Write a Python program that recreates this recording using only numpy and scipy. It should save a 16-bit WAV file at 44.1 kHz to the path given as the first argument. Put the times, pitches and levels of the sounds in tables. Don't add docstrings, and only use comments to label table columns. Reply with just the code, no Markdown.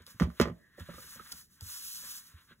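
import sys
import numpy as np
from scipy import signal
from scipy.fft import rfft, irfft, next_fast_len
from scipy.io import wavfile
from scipy.ndimage import map_coordinates

SR = 44100
rng = np.random.default_rng(int(sys.argv[2]) if len(sys.argv) > 2 else 0)


def wrap_up_sound(samples):
    columns = np.atleast_2d(samples).T
    tamed = np.clip(columns, -1, 1)
    steps = np.round(tamed * 32767).astype(np.int16)
    wavfile.write(sys.argv[1], SR, steps)


N = 114660
SCENE_T = np.arange(N) / SR
HIT_T = np.arange(SR // 2) / SR


def amp(db):
    return 10 ** (np.asarray(db) / 20)


def decay(t60):
    return amp(-60 * HIT_T / t60)


def rise(attack_s):
    return 1 - np.exp(-HIT_T / attack_s)


def unit(x):
    return x / np.sqrt(np.mean(x ** 2) + 1e-20)


def along(points, hz):
    freqs, values = np.transpose(points)
    return np.interp(np.log(hz + 1), np.log(freqs + 1), values)


def filtered(x, response):
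    n = x.shape[-1]
    padded = next_fast_len(n + 8192)
    return irfft(rfft(x, padded) * response(np.fft.rfftfreq(padded, 1 / SR)), padded)[..., :n]


def noise(eq, size=len(HIT_T)):
    return unit(filtered(rng.standard_normal(size), lambda hz: amp(along(eq, hz))))


def wobble(rate_hz):
    knots = rng.standard_normal(int(N * rate_hz / SR) + 4)
    return map_coordinates(knots, [SCENE_T * rate_hz])


def ring(modes, attack_s, scatter_db):
    partials = (amp(db + scatter_db * rng.standard_normal()) * decay(t60)
                * np.sin(2 * np.pi * hz * HIT_T) for hz, db, t60 in modes)
    return rise(attack_s) * sum(partials)


def place(track, start_s, sound):
    span = track[round(start_s * SR):][:len(sound)]
    span += sound[:len(span)]


def room_tone():
    eq = [(20, 5), (60, 4), (100, -0.5), (200, 0), (400, -15), (800, -29.5), (2000, -33), (16000, -63)]
    level = amp(-69 + 1.5 * wobble(11))
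    return level * (noise(eq, N) + 0.24 * np.array([noise(eq, N), noise(eq, N)]))


def reverb(x):
    decay_times = [(200, 0.64), (1000, 0.12), (4000, 0.15), (12000, 0.067)]
    hz, t, spectra = signal.stft(rng.standard_normal((3, SR // 3)), SR, nperseg=256)
    tails = signal.istft(spectra * amp(-60 * t / along(decay_times, hz)[:, None]), SR, nperseg=256)[1]
    tails /= np.linalg.norm(tails[0])
    predelayed = np.pad(x, (200, 0))
    centre, *sides = signal.fftconvolve(predelayed[None], tails, axes=1)[:, :N]
    diffuse = filtered(np.array(sides), lambda f: 1 / (1 + (f / 3000) ** 4))
    return amp(-10) * centre + amp(-3.5) * diffuse


def rustle(centre_hz=1800, width_hz=210):
    fader = [(.56, -90), (.62, -64.5), (.68, -73.5), (0.759, -65.5), (.9, -75), (1.0, -88)]
    time_s, level_db = np.transpose(fader)
    band = filtered(rng.standard_normal(N), lambda hz: np.exp(-((hz - centre_hz) / width_hz) ** 2))
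    return amp(np.interp(SCENE_T, time_s, level_db) + 2 * wobble(36)) * unit(band)


def card_slides():
    strokes = [(0, -73, -63.5), (.055, -71.5, -74), (.075, -55.5, -59.5), (0.108, -49.5, -61),
               (.15, -68, -73.5), (.2, -67.5, -67), (.33, -69.5, -71.5), (0.382, -62.5, -59.5),
               (.52, -75, -79), (0.579, -75, -77.5), (.7, -78.5, -75.5), (0.762, -74.5, -72.5),
               (0.801, -55, -55.5), (0.849, -64.5, -63.5), (.9, -60.5, -57), (1.0, -52.5, -57),
               (1.04, -53.5, -60), (1.109, -48.5, -60), (1.15, -50, -59.5), (1.2, -61, -56.5),
               (1.25, -57.5, -62), (1.31, -51, -61), (1.412, -52, -65.5), (1.46, -65.5, -83.5),
               (1.489, -73, -86.5), (1.52, -64.5, -75), (1.55, -66.5, -79), (1.6, -70.5, -68.5),
               (1.625, -49.5, -66.5), (1.719, -41.5, -59), (1.78, -43, -63), (1.9, -42, -62),
               (2.01, -44, -61), (2.05, -43, -57.5), (2.17, -43, -62), (2.23, -57.5, -69),
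               (2.281, -55.5, -66), (2.35, -69, -67.5), (2.39, -67, -62), (2.47, -68.5, -76),
               (2.5, -70.5, -60.5), (2.528, -72, -60), (2.56, -79, -82.5), (2.6, -72, -83)]
    hiss_eq = [(1500, -70), (2500, -11.5), (4000, -1), (6000, 0.5), (9000, -1), (12000, 1.5), (13000, -0.5),
               (16000, -2)]
    scrape_eq = [(300, -22), (800, -15.5), (1100, -1.5), (1600, 1.5), (2000, -3.5), (2500, -9.5),
                 (4000, -4), (6000, -40)]
    time_s, hiss_db, scrape_db = np.transpose(strokes)
    grain_db = 0.73 * wobble(150) + 0.99 * wobble(30.4)
    hiss = amp(np.interp(SCENE_T, time_s, hiss_db) + grain_db) * noise(hiss_eq, N)
    scrape = amp(np.interp(SCENE_T, time_s, scrape_db) + 1.8 * wobble(60)) * noise(scrape_eq, N)
    return hiss + scrape


def card_snaps():
    snaps = [(.021, -52), (.066, -40), (.071, -44), (.798, -46), (1.314, -42), (1.317, -38), (1.3202, -28),
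             (1.3246, -28), (1.609, -34), (1.612, -44)]
    # freq_hz, gain_db
    eq = [(800, -10), (1500, -19.5), (3000, -4.5), (5000, 5.5), (7000, -0.5), (9000, -1.5),
          (16000, -6.5)]
    envelope = decay(0.007) + 0.33 * decay(0.04)
    track = np.zeros(N)
    for start_s, level_db in snaps:
        place(track, start_s, noise(eq) * amp(level_db - 5.5) * envelope)
    return track


def finger_pats(attack_s=0.003):
    pats = [(0.075, -54, 520, -8), (.780, -45.5, 551, -2), (.80, -47, 1700, 3), (.888, -38.5, 556, -5),
            (0.891, -46.5, 1320, -3), (.938, -44.5, 1224, -7.5), (.981, -45, 510, -11),
            (.982, -43.5, 1240, -7), (1.158, -54.5, 540, 4), (1.1949, -38.5, 1290, -14),
            (1.326, -50, 1400, -1.5), (1.61, -61, 870, 2), (2.035, -57, 550, -3),
            (2.044, -52.5, 1110, -4.5)]
    puff_eq = [(200, 19), (500, -8.5), (800, 4), (1300, -4), (2000, -4.5), (3000, -60), (8000, -36),
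               (16000, -25)]
    track = np.zeros(N)
    for start_s, level_db, pitch_hz, puff_db in pats:
        knock = 2 * ring([(pitch_hz, 0, 0.035)], attack_s, scatter_db=0.64)
        puff = amp(puff_db) * rise(attack_s) * decay(0.08) * noise(puff_eq)
        place(track, start_s, amp(level_db) * (knock + puff))
    return track


def desk_thuds(t60_cycles=8.43, attack_cycles=0.49):
    blows = [(.004, 83, -48.5, -54, -57), (.146, 108.5, -45.5, -52.5, -76),
             (0.2099, 245, -17, -30.5, -28.5), (0.2156, 203.4, -13, -25.5, -35.5),
             (0.2209, 190.7, -20.5, -40, -48), (0.2269, 66.8, -19, -36, -34), (.254, 78.5, -26.5, -53, -40),
             (.272, 78.5, -53, -30, -52), (0.4007, 386, -12.5, -20.5, -23), (0.4097, 235, -19, -30, -27.5),
             (0.413, 66.1, -27.5, -29, -29.5), (.456, 82, -46, -30.5, -30), (.474, 79, -49, -45, -31.5),
             (.498, 118, -31, -35, -38), (.51, 107, -34.5, -38.5, -50), (0.786, 80, -76, -60, -46),
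             (.808, 83.3, -34.5, -45.5, -60), (0.889, 87, -63, -43.5, -44.5), (0.941, 70, -43, -61, -54.5),
             (.98, 92.5, -50, -54.5, -54), (1.042, 69.8, -57.5, -59.5, -60), (1.199, 90, -70, -54.5, -51),
             (1.335, 75, -56, -53.5, -63.5), (1.621, 89.3, -34.5, -55, -61),
             (1.66, 86.2, -43.5, -60.5, -77), (1.84, 60.5, -59, -64.5, -81.5),
             (2.04, 69.1, -65, -60, -67.5), (2.34, 79.7, -41, -61.5, -71.5), (2.51, 88, -58.5, -55, -58.5)]
    middle_modes = [(66, -10, .2), (130, -10, .12), (172, 0, .12), (229, -1, .1), (280, -12, .06)]
    upper_modes = [(368, 6, 0.044), (420, -1, 0.054), (457.3, -2.5, .05), (561.6, -10.5, 0.13)]
    track = np.zeros(N)
    for start_s, pitch_hz, thud_db, middle_db, upper_db in blows:
        thud_mode = (pitch_hz, thud_db + 5, t60_cycles / pitch_hz)
        thud = ring([thud_mode], attack_s=attack_cycles / pitch_hz, scatter_db=0)
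        body = amp(middle_db + 1) * ring(middle_modes, attack_s=0.0025, scatter_db=0.97)
        knock = amp(upper_db - 2.5) * ring(upper_modes, attack_s=0.0015, scatter_db=1)
        place(track, start_s, -(thud + body + knock))
    return track


def tape_runner():
    taps = [(.199, -25, 0.5), (0.21, -39.5, 5.5), (.221, -27, -4), (.229, -38.5, 5.5), (.236, -41.5, 5.5),
            (0.302, -47.5, -3.5), (0.3993, -19, 2), (.413, -20, 3.5), (0.42, -31.5, 5),
            (.456, -29.5, -11.5), (.475, -40.5, -4.5), (.484, -38.5, -7.5), (.5, -44, -10)]
    shell_modes = [(660, -5, .04), (863, -12, 0.054), (1057, -8.5, 0.043), (1217, 8, 0.021),
                   (1380, 4, 0.02), (1462, -2.5, 0.038), (1685, 0.5, 0.014), (1830, 2.5, 0.018),
                   (2940, -2, 0.01)]
    rattle_eq = [(300, -20.5), (600, 1.5), (1300, -2), (2200, -1), (5000, -2), (8000, -13), (16000, -20)]
    crack_eq = [(1500, -60), (3000, 8), (16000, -7)]
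    track = np.zeros(N)
    for start_s, level_db, brightness_db in taps:
        shell = ring(shell_modes, attack_s=0.00025, scatter_db=2)
        crack = amp(2) * decay(0.013) * noise(crack_eq)
        rattle = amp(-3.5) * rise(0.002) * decay(0.066) * noise(rattle_eq)
        place(track, start_s, amp(level_db - 10.5) * (shell + amp(brightness_db) * (crack + rattle)))
    return track


def scene():
    pan = [(60, -1), (200, -3), (700, -6), (2400, -4.5), (4400, -3.5)]
    runner, fingers = tape_runner(), finger_pats()
    hits = runner + fingers + desk_thuds() + reverb(runner + 0.35 * fingers)
    hits = filtered(hits, lambda hz: amp(np.outer([0.5, -0.5], along(pan, hz))))
    card = card_slides() + card_snaps() + rustle()
    return hits + card + 0.57 * reverb(card) + room_tone()


def record(dry, low_cut_hz=41, top_hz=15750):
    phase_lead = [(0, 0), (300, .1), (1800, .6), (3000, 1.2), (4650, 3.14), (6850, 6.28), (17450, 21.95)]
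    freq_hz, lead_rad = np.transpose(phase_lead)

    def response(hz):
        phase = np.outer([0.5, -0.5], np.interp(hz, freq_hz, lead_rad))
        low_cut = (1j * hz / (low_cut_hz + 1j * hz)) ** 2
        return np.exp(1j * phase) * low_cut * (hz < top_hz)

    return filtered(dry, response)


dry = scene()
out = record(dry)
wrap_up_sound(out)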